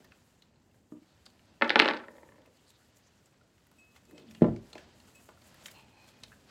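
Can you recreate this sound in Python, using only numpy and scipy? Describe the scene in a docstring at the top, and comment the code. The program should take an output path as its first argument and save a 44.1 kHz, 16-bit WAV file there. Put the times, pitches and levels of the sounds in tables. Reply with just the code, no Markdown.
"""A light hollow object topples and clatters to rest on a table: impulsive contacts excite its decaying modes.
A heavy clay pot is dragged and set down with a thud, and fingers tap it faintly: soft pushes ring a set of modes,
friction is noise about a pitch. Stiff leaves and fingers in the soil rustle and tick (noise bursts, fine grains),
with two woody taps at the end; a hand sets something light down, a finger rubs the glaze and a ring clinks on it.
The furnished living room adds a diffuse tail and a faint hum of filtered noise."""
import sys
import numpy as np
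from scipy import signal
from scipy.io import wavfile

SR = 44100
rng = np.random.default_rng(int(sys.argv[2]) if len(sys.argv) > 2 else 0)


def decibels_to_gain(level_db):
    """Convert a level in decibels to a linear amplitude gain (20 dB per decade)."""
    exponent = np.asarray(level_db, float) / 20
    return 10 ** exponent


def wrap_up_sound(samples):
    """Save the sound to the file named by the first command line argument, as 16-bit audio."""
    columns = np.atleast_2d(samples).T
    # keep every value between -1 and 1, then stretch to whole-number steps
    tamed = np.clip(columns, -1, 1)
    steps = np.round(tamed * 32767).astype(np.int16)
    wavfile.write(sys.argv[1], SR, steps)


N = 286650

# hard contacts of the toppling object; the gentlest are softened further in clatter():
# (time [s], crack peak [dB], body ring re crack [dB], crack pitch [Hz])
CONTACTS = [(1.6124, -34.5, 18, 2520), (1.6214, -14, 8, 2170), (1.6295, -21, -5.5, 1720),
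            (1.6445, -30, 6, 3080), (1.6776, -32.5, -7, 4770), (1.6951, -11, -12, 3330),
            (1.704, -8.5, -6, 2480), (1.7215, -39, -1, 3600), (1.7578, -2.5, -1.5, 2800),
            (1.7922, -10, -4.5, 3770), (1.7947, -5, -15.5, 3130), (1.799, 1.5, -7.5, 2950),
            (1.8187, -18, -2, 3302), (1.8216, -14.5, 1.5, 2977), (1.831, -23, -6, 3200),
            (1.847, -16.5, -1, 3070), (1.8574, -15, 3, 2930), (1.879, -12.5, -23, 2550),
            (1.8865, -15.5, 0.5, 3330), (1.902, -23, 1, 2900), (1.9097, -24, 6.5, 3050),
            (1.9359, -26, -2, 3300), (1.9455, -32, -9, 3500), (1.968, -31.5, -15, 3660),
            (1.9727, -31, -17, 3600), (2.0009, -34.5, 1.5, 1800), (2.048, -43, 5, 1500),
            (2.0834, -44.5, 14.5, 1920), (2.1522, -54, 14, 900), (2.167, -42, -4, 3600),
            (2.1818, -49, 13.5, 1710), (2.231, -43.5, 7.5, 1885), (2.274, -60.5, 10, 1400),
            (2.289, -51, 11.5, 1880), (2.3206, -50.5, 9.5, 1900), (2.343, -60, 7, 1000),
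            (2.358, -58, 9.5, 1704), (2.3821, -54.5, 8.5, 1485), (2.432, -58.5, 8, 1100)]
# dense small contacts while it rocks and slides: (time [s], level [dB])
ROCKING_LEVEL = [(1.615, -36.5), (1.66, -33.5), (1.69, -34.5), (1.73, -36.5), (1.75, -37.5), (1.82, -30),
                 (1.89, -31.5), (1.97, -41), (2.06, -55.5)]
# modes of the hollow object: (frequency [Hz], level [dB], t60 [s])
HOLLOW_MODES = [(235, -7, .07), (280, -6, .07), (330, -5, .06), (385, -9, .05), (440, -8, .05),
                (535, -5, .07), (585, -5, .065), (665, -8, .04), (790, -7, .04), (870, -2, .05),
                (975, -6, .05), (1150, -3, .035), (1340, -1, .03), (1520, 0, .03), (1690, 0, .025),
                (1830, 0, .03), (2080, -4, .025), (2340, -4, .025), (2600, -6, .02), (2900, -7, .018),
                (3200, -8, .016), (3500, -9, .015), (3900, -12, .012), (4400, -14, .012), (5000, -16, .01)]
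# a gentle contact stirs only some of the modes: (frequency [Hz], level [dB])
GENTLE_EXCITATION = [(250, -7), (440, -5.5), (560, 5), (670, -11.5), (870, -7.5), (975, 0), (1150, -5.5),
                     (1520, -14.5), (1830, -3.5), (2080, -5), (5000, -28.5)]
CRACK_EDGE_DB = -34.5  # bright edge of a crack, re its table peak
SCRAPE_EDGE_DB, SPRAY_DB, DRUM_DB = -13.5, -29.5, 3  # small contacts: bright edge, faint spray, drumming on the table
TOP_HZ = 5530  # the body is dull above
# then it wobbles softly to rest
WOBBLE_FROM_S, WOBBLE_TO_S, WOBBLE_DB, WOBBLE_FADE_DB_PER_S = 2.02, 2.52, -51, -14

# soft blows: the pot landing on the table, and faint finger taps on the pot:
# (time [s], peak [dB], push pitch [Hz], grit re peak [dB])
SOFT_BLOWS = [(.004, -50.5, 364, -35), (4.41, -34.5, 300, -16), (4.4196, -4.5, 312, -34.5),
              (4.4313, -9.5, 266, -36), (4.4436, -21.5, 670, -24), (4.4525, -34, 325.4, -22),
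              (4.466, -30.5, 334, -21), (4.484, -26, 403, -27), (4.491, -44, 450, -28),
              (4.508, -29, 130, -32), (4.527, -31, 150, -28), (4.179, -52, 734, -23),
              (4.349, -51.5, 745, -16), (4.732, -45, 810, -21), (4.756, -34, 555, -33),
              (5.2890, -42, 674, -23), (6.229, -54, 198, -24)]
# modes that the soft blows ring, those of the table: (frequency [Hz], level [dB], t60 [s])
TABLE_MODES = [(121, 2, 0.1), (143, -8, 0.14), (222.3, -2, 0.07), (208, -3.5, 0.042), (256, -1.5, 0.018),
               (320, -4, 0.0312), (386, 2.5, 0.036), (474, -10.5, 0.094), (598, -4, 0.038),
               (642, -7, 0.092), (710, 1.5, 0.02896), (863, 3, 0.023), (1013, -1, 0.045), (1192, 1, 0.032),
               (1365, 2.5, 0.055), (1560, 3, 0.024), (1800, 7.5, 0.03)]
# what a blow sends through the table top into the microphone, re the blow's peak
THUMP_DB, THUMP_HZ, THUMP_T60_S = -31.5, 70, 0.34

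# the pot's foot sliding before it lands: the rub starts high and broad, sinks and narrows as the weight settles
SLIDE_FROM_S, SLIDE_TO_S, SLIDE_RISE_S, SLIDE_DB = 4.04, 4.45, 0.1, -55
SLIDE_START_HZ, SLIDE_END_HZ, SETTLED_S, SETTLING_S = 332.8, 208, 4.23, 0.035

# a hand sets something light down: (time [s], peak [dB])
SET_DOWN = [(0.9218, -35), (0.938, -50.5), (0.968, -50), (1.018, -56.5)]
# modes of that light object: (frequency [Hz], level [dB], t60 [s])
LIGHT_MODES = [(242, -14, 0.15), (297, 4, 0.059), (365, -9, 0.023), (470, -17, 0.077), (612, -12, 0.064),
               (900, -15, .03), (970, -17, 0.065), (1200, -7, 0.018), (1730, -11, .025)]
KNOCK_SOFT_HZ = 900  # top of the soft push

# leaves and crumbs snapping, and at the end two woody taps:
# (time [s], peak of the body [dB], pitch [Hz], bright edge re peak [dB], broad noise re ringing [ratio])
SNAPS_AND_TAPS = [(0.0433, -54, 1900, -1.5, 1.2), (0.1191, -45.5, 1850, -32, 9.1),
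                  (0.4209, -49, 4040, -11, 0.83), (0.5574, -64, 4190, -17, 0.51),
                  (1.2555, -49.5, 5250, -30, 0.91), (1.261, -41, 4670, -24, 0.85),
                  (1.3004, -53, 4430, -23, 2.1), (1.3927, -54, 2960, -23, 0.93), (2.4583, -54, 2800, -7, 2),
                  (2.5694, -56.5, 4500, -8, 1.67), (2.7034, -51, 4210, -11, 1.44),
                  (2.9682, -52, 6910, -19.5, 0.88), (3.2573, -55.5, 7970, -11.5, 0.81),
                  (3.4114, -58.5, 1428, -20, 1.2), (3.6671, -60, 1955, 3.5, 1.47),
                  (3.714, -57.5, 1470, 0, 1.4), (3.9569, -63, 1440, -16, 1.05),
                  (3.961, -52, 2200, -18, 1.9), (4.0514, -56.5, 7340, -13.5, 1.4),
                  (4.1091, -56, 2060, 0, 1.3), (4.1784, -45, 3200, -22.5, 2.6),
                  (4.3096, -45.5, 3660, -14.5, 3.8), (4.348, -43, 2920, -22, 2.7),
                  (4.4209, -34, 2050, -34, 0.86), (4.4304, -59, 3200, -19.5, 0.47),
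                  (4.4445, -49.5, 2380, -19.5, 0.66), (4.5615, -45, 3030, -24, 5.6),
                  (4.7297, -39.5, 4200, -18, 0.58), (4.7526, -41, 2630, -20, 1.5),
                  (4.7795, -40, 2790, -27, 3.3), (4.8034, -66, 2880, -21, 1.2), (5.0, -50, 4440, -23, 1.4),
                  (5.0781, -59.5, 1395, -21, 1.6), (5.2883, -44, 1474, -13, 4.2),
                  (5.3707, -55, 1400, -15, 1.2), (5.4174, -55.5, 4550, -12, 1.2),
                  (5.5426, -51.5, 1920, -0.5, 1.2), (5.6576, -32, 3200, -18.5, 11),
                  (5.6823, -42.5, 2260, -12, 2.2), (5.7124, -48, 4970, 1.5, 1.1),
                  (5.7942, -50.5, 2620, -21, 0.73), (5.882, -56, 2940, -14.5, 1),
                  (6.0871, -49.5, 3820, -16, 1.6), (6.2342, -34, 3980, -25, 3.9),
                  (6.2802, -51, 4300, -20, 1.1), (6.4834, -59.5, 4010, -22, 1.3),
                  (6.318, -46, 1560, -20, 0.2), (6.3265, -47, 1584, -20, 0.14)]
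SNAP_RISE_S, SNAP_FALL_S = 0.0036, 0.0021  # time constants
# the many snaps too faint to point at; FAINT_SNAP_DB is the weakest
FAINT_SNAPS_PER_S, FAINT_SNAP_DB, FAINT_EDGE_DB, FAINT_BROAD_SHARE = 3.9, -67, -7.5, 1.6

# stiff leaves swishing along each other: (time [s], spread of the swell [s], level [dB], pitch [Hz])
LEAF_SWISHES = [(1.1, .03, -76, 3900), (2.594, .01, -73, 3000), (2.687, .015, -67.5, 4240),
                (2.69, .015, -71.5, 7720), (2.756, .015, -69.5, 3810), (2.815, 0.01, -71, 1510),
                (2.845, .02, -77, 4500), (3.046, .015, -74, 5170), (3.072, .012, -71, 6040),
                (3.184, .01, -77, 6000), (4.202, 0.024, -69, 3600), (4.277, 0.006, -65, 4300),
                (4.29, 0.012, -68.5, 3200), (4.372, 0.009, -63, 2830), (4.765, 0.023, -83, 2000),
                (5.8, 0.026, -66, 2840), (5.91, 0.015, -73.5, 2940)]

# hands at work: (time [s], rustle level [dB], rumble of forearms and sleeves on the table [dB])
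HAND_LEVELS = [(0, -68.5, -62.5), (.33, -73.5, -70.5), (.6, -77, -67), (.92, -80.5, -68.5),
               (1.08, -72, -69.5), (1.58, -70, -64), (2.5, -73, -68), (2.65, -70.5, -69.5),
               (3.0, -70.5, -70), (3.4, -74.5, -69), (3.9, -72.5, -69), (4.4, -68.5, -62.5),
               (4.93, -67, -61.5), (5.35, -69, -66), (5.65, -60.5, -63), (5.87, -70, -64),
               (6.1, -65.5, -64.5), (6.3, -68.5, -63), (6.5, -69, -66)]
# leaves brushing past skin or rim: (time [s], rustle level [dB], sheen re rustle [dB], time constant [s])
LEAF_BRUSHES = [(0.051, -61, -16, 0.0052), (0.392, -89, 11, 0.017), (0.632, -95, 5, 0.013),
                (0.77, -77.5, -0.5, 0.023), (0.921, -74, -4, 0.015), (1.267, -54, -25, 0.0045),
                (2.704, -68, 3, 0.011), (2.97, -78, 10, 0.011), (3.269, -72.5, -6.5, 0.037),
                (3.48, -80.5, 1.5, 0.019), (3.79, -78, 3, 0.052), (3.967, -60.5, -10, 0.014),
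                (4.197, -65.5, -7, 0.027), (4.315, -68, 6, 0.007), (4.808, -58.5, -34, 0.068),
                (5.088, -64, -3.5, 0.019), (5.158, -67.5, 2, 0.0093), (5.474, -73.5, 10.5, 0.014),
                (5.665, -56.5, 5.5, 0.01), (5.716, -66, 9, 0.01), (6.089, -61.5, -4, 0.015),
                (6.239, -52.5, -16.5, 0.007), (6.5, -58.5, -18, 0.02)]
# relative spectral density of the rustle: (frequency [Hz], level [dB])
RUSTLE_SPECTRUM = [(290, -42.5), (500, 6.5), (689, 2), (1220, 0), (1840, 0), (1990, -4), (2960, -1),
                   (3380, -5), (4310, -2), (7000, -15.5), (9100, -40), (15400, -120)]
# relative spectral density of the dry treble of the rustle: (frequency [Hz], level [dB])
SHEEN_SPECTRUM = [(3530, -34), (6000, -9.5), (7640, 1.5), (8650, -6.5), (11100, -6), (16000, -12.5)]
SHEEN_DB, SHEEN_WANDER_DB = -9, 3.5  # dry treble re rustle, and rms of its wandering
# relative spectral density of the arms on the table: (frequency [Hz], level [dB])
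ARMS_SPECTRUM = [(24, -43), (40, -13), (70, 1), (124, 1), (172, -3.5), (218, 0), (271, -4), (900, -16),
                 (1170, -39), (1980, -120)]

# pressure of the finger rubbing the glaze: (time [s], level [dB])
RUB_PRESSURE = [(5.73, -69), (5.8, -69.5), (5.87, -77.5), (5.92, -77.5), (5.97, -71), (6.1, -75),
                (6.24, -76.5)]
# tones of the rub: (frequency [Hz], level [dB], share of the pitch lift [ratio])
RUB_PITCHES = [(865, 4.5, 0.089), (2480, 5, 0.83), (4180, -1.5, 0.0072)]
RUB_FROM_S, RUB_TO_S, RUB_RISE_S = 5.73, 6.24, 0.022
RUB_SHARP, RUB_SLOWING_S = 0.16, 0.07  # pitch lift of the quick start at full share; time constant of slowing
RUB_STUTTER_DB = 3  # rms; the skin grips and lets go

# finger ring on the glaze:
# (time [s], level [dB], t60 of the lowest mode [s], upper modes re lowest [dB])
RING_CLINKS = [(3.785, -61, 0.52, -5), (3.816, -77, 0.9, -30), (4.084, -73.5, 0.49, -25),
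               (4.147, -66.5, 0.32, -5.5), (5.15, -58, 0.18, -3.5)]
# modes of the pot; the clinks give the lowest its level and t60: (frequency [Hz], level [dB], t60 [s])
POT_MODES = [(2572, 0, .4), (5593, -8, .1), (7920, 0, .13)]

# relative spectral density of the room's hum: (frequency [Hz], level [dB])
HUM_SPECTRUM = [(15, -40), (25, -12), (74, 2.5), (212, 4), (427, -5.5), (607, -11), (1130, -18),
                (1400, -14), (6050, -29), (6920, -14), (8360, -37), (12200, -31), (16000, -45.5)]
HUM_DB = -74

# decay of the room: (frequency [Hz], t60 [s])
ROOM_DECAY = [(100, 0.22), (300, 0.34), (1000, 0.3), (4000, 0.16), (10000, 0.3)]
# soft furniture swallows the treble: (frequency [Hz], relative level [dB])
ROOM_TINT = [(200, -0.5), (1500, -1.5), (3500, -4.5), (6000, -8), (12000, -7)]
ROOM_DB = -10.5


def clatter():
    """Modal impact: each contact cracks and strikes every mode of the hollow body with a strength of its own."""
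    contacts, out, edges = np.array(CONTACTS), np.zeros(N), np.zeros(N)
    times, peaks_db, bodies_db = contacts[:, :3].T
    white = rng.standard_normal((len(contacts), 400)) * np.exp(-np.arange(400) / (0.0005 * SR))
    white[:, 0] = 4.0  # the first touch leads
    weak = np.clip((-30 - peaks_db) / 10, 0, 1)  # gentle contacts sound duller
    for (s, peak_db, body_db, hz), burst, soft in zip(contacts, white, weak):
        crack = peak_one(band_pass(burst, hz / 2.0, hz * 1.3, order=3))
        add(out, s, decibels_to_gain(peak_db - 12 * soft) * crack)
        edge = peak_one(band_pass(burst, 5000, 9000))
        add(edges, s, decibels_to_gain(peak_db + CRACK_EDGE_DB) * edge)
    shape = (len(contacts), len(HOLLOW_MODES))
    strikes = decibels_to_gain(3 * rng.standard_normal(shape)) * rng.choice([-1, 1], shape)
    small = during(ROCKING_LEVEL) * decibels_to_gain(in_time(ROCKING_LEVEL)[0]) * grains(700, spread_db=3)
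    wobble_db = WOBBLE_DB + WOBBLE_FADE_DB_PER_S * (np.arange(N) / SR - WOBBLE_FROM_S)
    wobble = swell(WOBBLE_FROM_S, WOBBLE_TO_S, 0.027) * decibels_to_gain(wobble_db) * grains(110, spread_db=4)
    for k, (hz, level_db, t60) in enumerate(HOLLOW_MODES):
        dull_db = -6 * max(np.log2(hz / 1900), 0)
        gentle_db = at_hz(GENTLE_EXCITATION, hz)
        wobble_dull_db = -8.6 * max(np.log2(hz / 800), 0)
        touches = decibels_to_gain(dull_db) * small + decibels_to_gain(gentle_db + wobble_dull_db) * wobble
        # long modes gather more energy: divide it out
        clicks = touches * rng.standard_normal(N) / np.sqrt(SR * t60)
        blow = decibels_to_gain(peaks_db + bodies_db + weak * gentle_db) * strikes[:, k]
        clicks[np.round(times * SR).astype(int)] += blow / np.sqrt(len(HOLLOW_MODES))
        out += decibels_to_gain(level_db) * ring(clicks, hz, t60)
    out += decibels_to_gain(SCRAPE_EDGE_DB) * band_pass(small, 2200, 4300)
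    edges += decibels_to_gain(SPRAY_DB) * band_pass(small, 5800, 9000)
    drumming = decibels_to_gain(DRUM_DB) * band_pass(small, 200, 380)
    # a small light body has little bass and a dull top
    return band_pass(out, 200, TOP_HZ, order=4) + edges + drumming


def soft_blows():
    """Soft impact: a push, broad around its pitch, rings a set of modes; grit adds a short knock."""
    out, click = np.zeros(N), np.eye(1, SR // 3)[0]
    grit = rng.standard_normal((len(SOFT_BLOWS), 3000)) * np.exp(-np.arange(3000) / (0.011 * SR))
    for (s, peak_db, hz, grit_db), burst in zip(SOFT_BLOWS, grit):
        push = band_pass(click, hz / 2.08, hz * 1.665, order=3)
        body = sum(decibels_to_gain(level_db) * ring(push, mode_hz, t60) for mode_hz, level_db, t60 in TABLE_MODES)
        add(out, s, -decibels_to_gain(peak_db) * peak_one(body))
        add(out, s, decibels_to_gain(peak_db + grit_db) * peak_one(band_pass(burst, 960, 2500)))
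    return out


def thumps():
    """Structure-borne sound: each soft blow also shakes the microphone, deep noise that builds up and dies."""
    out, t = np.zeros(N), np.arange(SR // 2) / SR
    envelope = decibels_to_gain(-60 * t / THUMP_T60_S) * np.minimum(t / 0.09, 1) ** 2
    for s, peak_db, *_ in SOFT_BLOWS:
        burst = rng.standard_normal(len(t)) * envelope
        deep = peak_one(band_pass(burst, THUMP_HZ / 2.2, THUMP_HZ * 2.4))
        add(out, s, decibels_to_gain(peak_db + THUMP_DB) * deep)
    return out


def slide():
    """Sliding friction: noise gathered around one pitch that sinks as the weight settles."""
    light = 0.5 - 0.5 * np.tanh((np.arange(N) / SR - SETTLED_S) / (2 * SETTLING_S))
    hz = SLIDE_END_HZ + (SLIDE_START_HZ - SLIDE_END_HZ) * light
    friction = rough_tone(hz, np.clip(0.13 + 1.2 * light, 0, 1))
    return decibels_to_gain(SLIDE_DB) * swell(SLIDE_FROM_S, SLIDE_TO_S, SLIDE_RISE_S) * friction


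def knocks():
    """Modal impact: a soft push rings the light object, which settles in weaker touches."""
    out, push = np.zeros(N), band_pass(np.eye(1, SR // 4)[0], 100, KNOCK_SOFT_HZ)
    for s, peak_db in SET_DOWN:
        scatter_db = 2 * rng.standard_normal(len(LIGHT_MODES))
        body = sum(decibels_to_gain(level_db + more_db) * ring(push, hz, t60)
                   for (hz, level_db, t60), more_db in zip(LIGHT_MODES, scatter_db))
        add(out, s, -decibels_to_gain(peak_db) * peak_one(body))
    return out


def ticks():
    """Impulsive noise: a snap or tap is a dying burst, part of it resonant, with a bright edge; faint ones at random."""
    out, t = np.zeros(N), np.arange(2000) / SR
    draw = rng.random((round(FAINT_SNAPS_PER_S * N / SR), 3))
    faint = [(when * N / SR, FAINT_SNAP_DB + 8 * size, 1400 * 3.2 ** pitch, FAINT_EDGE_DB, FAINT_BROAD_SHARE)
             for when, size, pitch in draw]
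    envelope = np.exp(-t / SNAP_FALL_S) * (1 - np.exp(-t / SNAP_RISE_S))
    for s, peak_db, hz, edge_db, broad in list(SNAPS_AND_TAPS) + faint:
        burst = rng.standard_normal(len(t)) * envelope
        noise = peak_one(band_pass(burst, hz / 2.0, hz * 1.6))
        ringing = peak_one(ring(burst, hz, 36.0 / hz))
        body = peak_one(max(broad, 0) * noise + ringing)
        edge = peak_one(band_pass(burst, 7100, 19000))
        add(out, s, decibels_to_gain(peak_db) * (body + decibels_to_gain(edge_db) * edge))
    return out


def swishes():
    """Granular friction: a short swell of fine grains gathered around one pitch."""
    out, fine = np.zeros(N), grains(3000, spread_db=3)
    for s, spread, level_db, hz in LEAF_SWISHES:
        t = np.arange(-3 * spread, 3 * spread, 1 / SR)
        at = round((s + t[0]) * SR)
        noise = rms_one(band_pass(fine[at:at + len(t)], hz / 1.13, hz * 1.16))
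        add(out, s + t[0], decibels_to_gain(level_db) * np.exp(-0.5 * (t / spread) ** 2) * noise)
    return out


def rustle():
    """Granular noise: leaves and soil rustle in very fine grains, in bursts where a leaf brushes past."""
    rustle_db = in_time(HAND_LEVELS)[0]
    body, sheen = decibels_to_gain(rustle_db), decibels_to_gain(rustle_db + SHEEN_DB + SHEEN_WANDER_DB * drift(4.9))
    for s, level_db, sheen_db, length in LEAF_BRUSHES:
        pass_by = decibels_to_gain(level_db) * np.exp(-np.abs(np.arange(N) / SR - s) / max(length, 0.003))
        # unrelated noises add in power
        body, sheen = np.hypot(body, pass_by), np.hypot(sheen, decibels_to_gain(sheen_db) * pass_by)
    fine = [grains(9000, spread_db=2.5) for side in range(2)]
    dry_treble = sheen * coloured(fine, SHEEN_SPECTRUM, patchy_db=1.2)
    return body * coloured(fine, RUSTLE_SPECTRUM, patchy_db=0.8) + dry_treble


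def arms():
    """Friction noise of low pitch: forearms and sleeves rumble softly on the table."""
    level_db = in_time(HAND_LEVELS)[1]
    return decibels_to_gain(level_db) * coloured(rng.standard_normal((2, N)), ARMS_SPECTRUM, patchy_db=0.8)


def rub():
    """Stick-slip friction: noise around three tones, broad and sharp at first, thinning as the finger slows."""
    since = np.clip(np.arange(N) / SR - RUB_FROM_S, 0, None)
    speed = np.exp(-since / RUB_SLOWING_S)
    wide = np.clip(0.39 + 2 * speed, 0, 1)
    tones = sum(decibels_to_gain(level_db) * rough_tone(hz * (1 + RUB_SHARP * share * speed), wide)
                for hz, level_db, share in RUB_PITCHES)
    pressure_db = in_time(RUB_PRESSURE)[0] + RUB_STUTTER_DB * drift(5.5)
    return decibels_to_gain(pressure_db) * swell(RUB_FROM_S, RUB_TO_S, RUB_RISE_S) * tones


def clinks():
    """Lightly damped modes of glazed clay under metal; the hold of the hand sets how long the lowest rings."""
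    out, click = np.zeros(N), np.eye(1, SR // 2)[0]
    for s, level_db, low_t60, upper_db in RING_CLINKS:
        add(out, s, decibels_to_gain(level_db) * ring(click, POT_MODES[0][0], low_t60))
        upper = sum(decibels_to_gain(mode_db) * ring(click, hz, t60) for hz, mode_db, t60 in POT_MODES[1:])
        add(out, s, decibels_to_gain(level_db + upper_db) * upper)
    return out


def room(x):
    """Diffuse reverberation: noise sets in after the first reflections and decays exponentially band by band."""
    t = np.arange(SR) / SR
    tail = sum(band * decibels_to_gain(at_hz(ROOM_TINT, hz) - 60 * t / at_hz(ROOM_DECAY, hz))
               for hz, band in bands(rng.standard_normal((2, SR))))
    tail *= 1 - np.exp(-(t / 0.0034) ** 2)
    return signal.fftconvolve(x, tail / np.sqrt(np.sum(tail ** 2)))[:N]


def room_hum():
    """Stationary background: noise shaped by a spectrum, its bands flickering a little."""
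    return decibels_to_gain(HUM_DB) * coloured(rng.standard_normal((2, N)), HUM_SPECTRUM, patchy_db=1.25)


def ring(clicks, hz, t60):
    """Damped oscillator: a unit click sets a sine of initial height 1 ringing."""
    r, w = decibels_to_gain(-60 / (max(t60, 0.001) * SR)), 2 * np.pi * hz / SR
    return signal.lfilter([0, np.sin(w)], [1, -2 * r * np.cos(w), r * r], clicks + 1e-18)


def rough_tone(hz, wide):
    """Narrow-band noise: random quadrature amplitudes on a moving pitch; wide runs from thin 0 to broad 1."""
    phase = 2 * np.pi * np.cumsum(hz) / SR
    parts = [wide * drift(160) + (1 - wide) * drift(18) for part in range(2)]
    return parts[0] * np.cos(phase) + parts[1] * np.sin(phase)


def grains(per_s, spread_db):
    """Shot noise: random clicks of very uneven size, scaled to rms 1."""
    sizes = decibels_to_gain(spread_db * np.minimum(rng.exponential(1, N), 5)) * rng.choice([-1, 1], N)
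    return rms_one(sizes * (rng.random(N) < per_s / SR))


def drift(rate):
    """Low-passed noise: a slow random course of rms 1, with its corner near rate [Hz]."""
    r = np.exp(-80 * np.pi * rate / SR)  # one value every 40 samples
    slow = signal.lfilter([1], [1, -2 * r, r * r], rng.standard_normal(N // 40 + 2002))[2000:]
    return np.interp(np.arange(N) / 40, np.arange(len(slow)), rms_one(slow))


def coloured(sources, spectrum, patchy_db):
    """Spectral shaping: bands at their own level, flickering together and alone; rms 1."""
    together = drift(27)
    out = np.zeros(N)
    for hz, band in bands(sources):
        level_db = at_hz(spectrum, hz)
        if level_db > -55:
            out += band * decibels_to_gain(level_db + patchy_db * (0.88 * together + drift(30)))
    return rms_one(out)


def bands(sources):
    """Third-octave analysis, neighbours cut from unrelated sources: (centre [Hz], band)."""
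    edges = 25 * 2 ** np.arange(0, 9.5, 1 / 3)
    for k, (low, high) in enumerate(zip(edges, edges[1:])):
        sos = signal.butter(2, [low, high], "band", fs=SR, output="sos")
        yield np.sqrt(low * high), signal.sosfilt(sos, sources[k % 2])


def band_pass(x, low_hz, high_hz, order=2):
    """Linear filtering: a Butterworth band."""
    sos = signal.butter(order, [low_hz, min(high_hz, 20000)], "band", fs=SR, output="sos")
    return signal.sosfilt(sos, x)


def swell(start, end, rise):
    """Amplitude envelope: grows as a square over the rise time, fades linearly over the last 50 ms."""
    t = np.arange(N) / SR
    return np.clip((t - start) / rise, 0, 1) ** 2 * np.clip((end - t) / 0.05, 0, 1)


def during(rows):
    """Time gate: true while a curve lasts."""
    return (np.arange(N) > rows[0][0] * SR) & (np.arange(N) < rows[-1][0] * SR)


def in_time(rows):
    """Linear interpolation: the columns of a curve at every sample."""
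    s, *columns = np.transpose(rows)
    return [np.interp(np.arange(N) / SR, s, c) for c in columns]


def at_hz(points, hz):
    """Interpolation on a logarithmic frequency axis."""
    return np.interp(np.log(hz), np.log(np.array(points)[:, 0]), np.array(points)[:, 1])


def add(out, s, sound):
    """Superposition: mix a short sound in at a time."""
    at = round(s * SR)
    out[at:at + len(sound)] += sound[:N - at]


def rms_one(x):
    """Power normalization: scale to rms 1."""
    return x / np.sqrt(np.mean(x ** 2) + 1e-20)


def peak_one(x):
    """Peak normalization: scale to peak 1."""
    return x / np.abs(x).max()


def scene():
    """Superposition: direct and reverberant contacts over rustle and hum; small bodies radiate no deep bass."""
    contacts = clatter() + soft_blows() + slide() + knocks() + ticks() + swishes() + rub() + clinks()
    in_room = contacts + decibels_to_gain(ROOM_DB) * room(contacts)
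    no_bass = signal.sosfilt(signal.butter(3, 90, "high", fs=SR, output="sos"), in_room)
    return (no_bass + thumps() + rustle() + arms() + room_hum())[None]


def roll_off(x):
    """The treble ends steeply here."""
    return signal.sosfilt(signal.butter(12, 15850, fs=SR, output="sos"), x)


def record(dry):
    """Amplitude limiting: full scale is the ceiling."""
    limited = np.clip(dry, -1, 1)
    return roll_off(limited)


dry = scene()
out = record(dry)
wrap_up_sound(out)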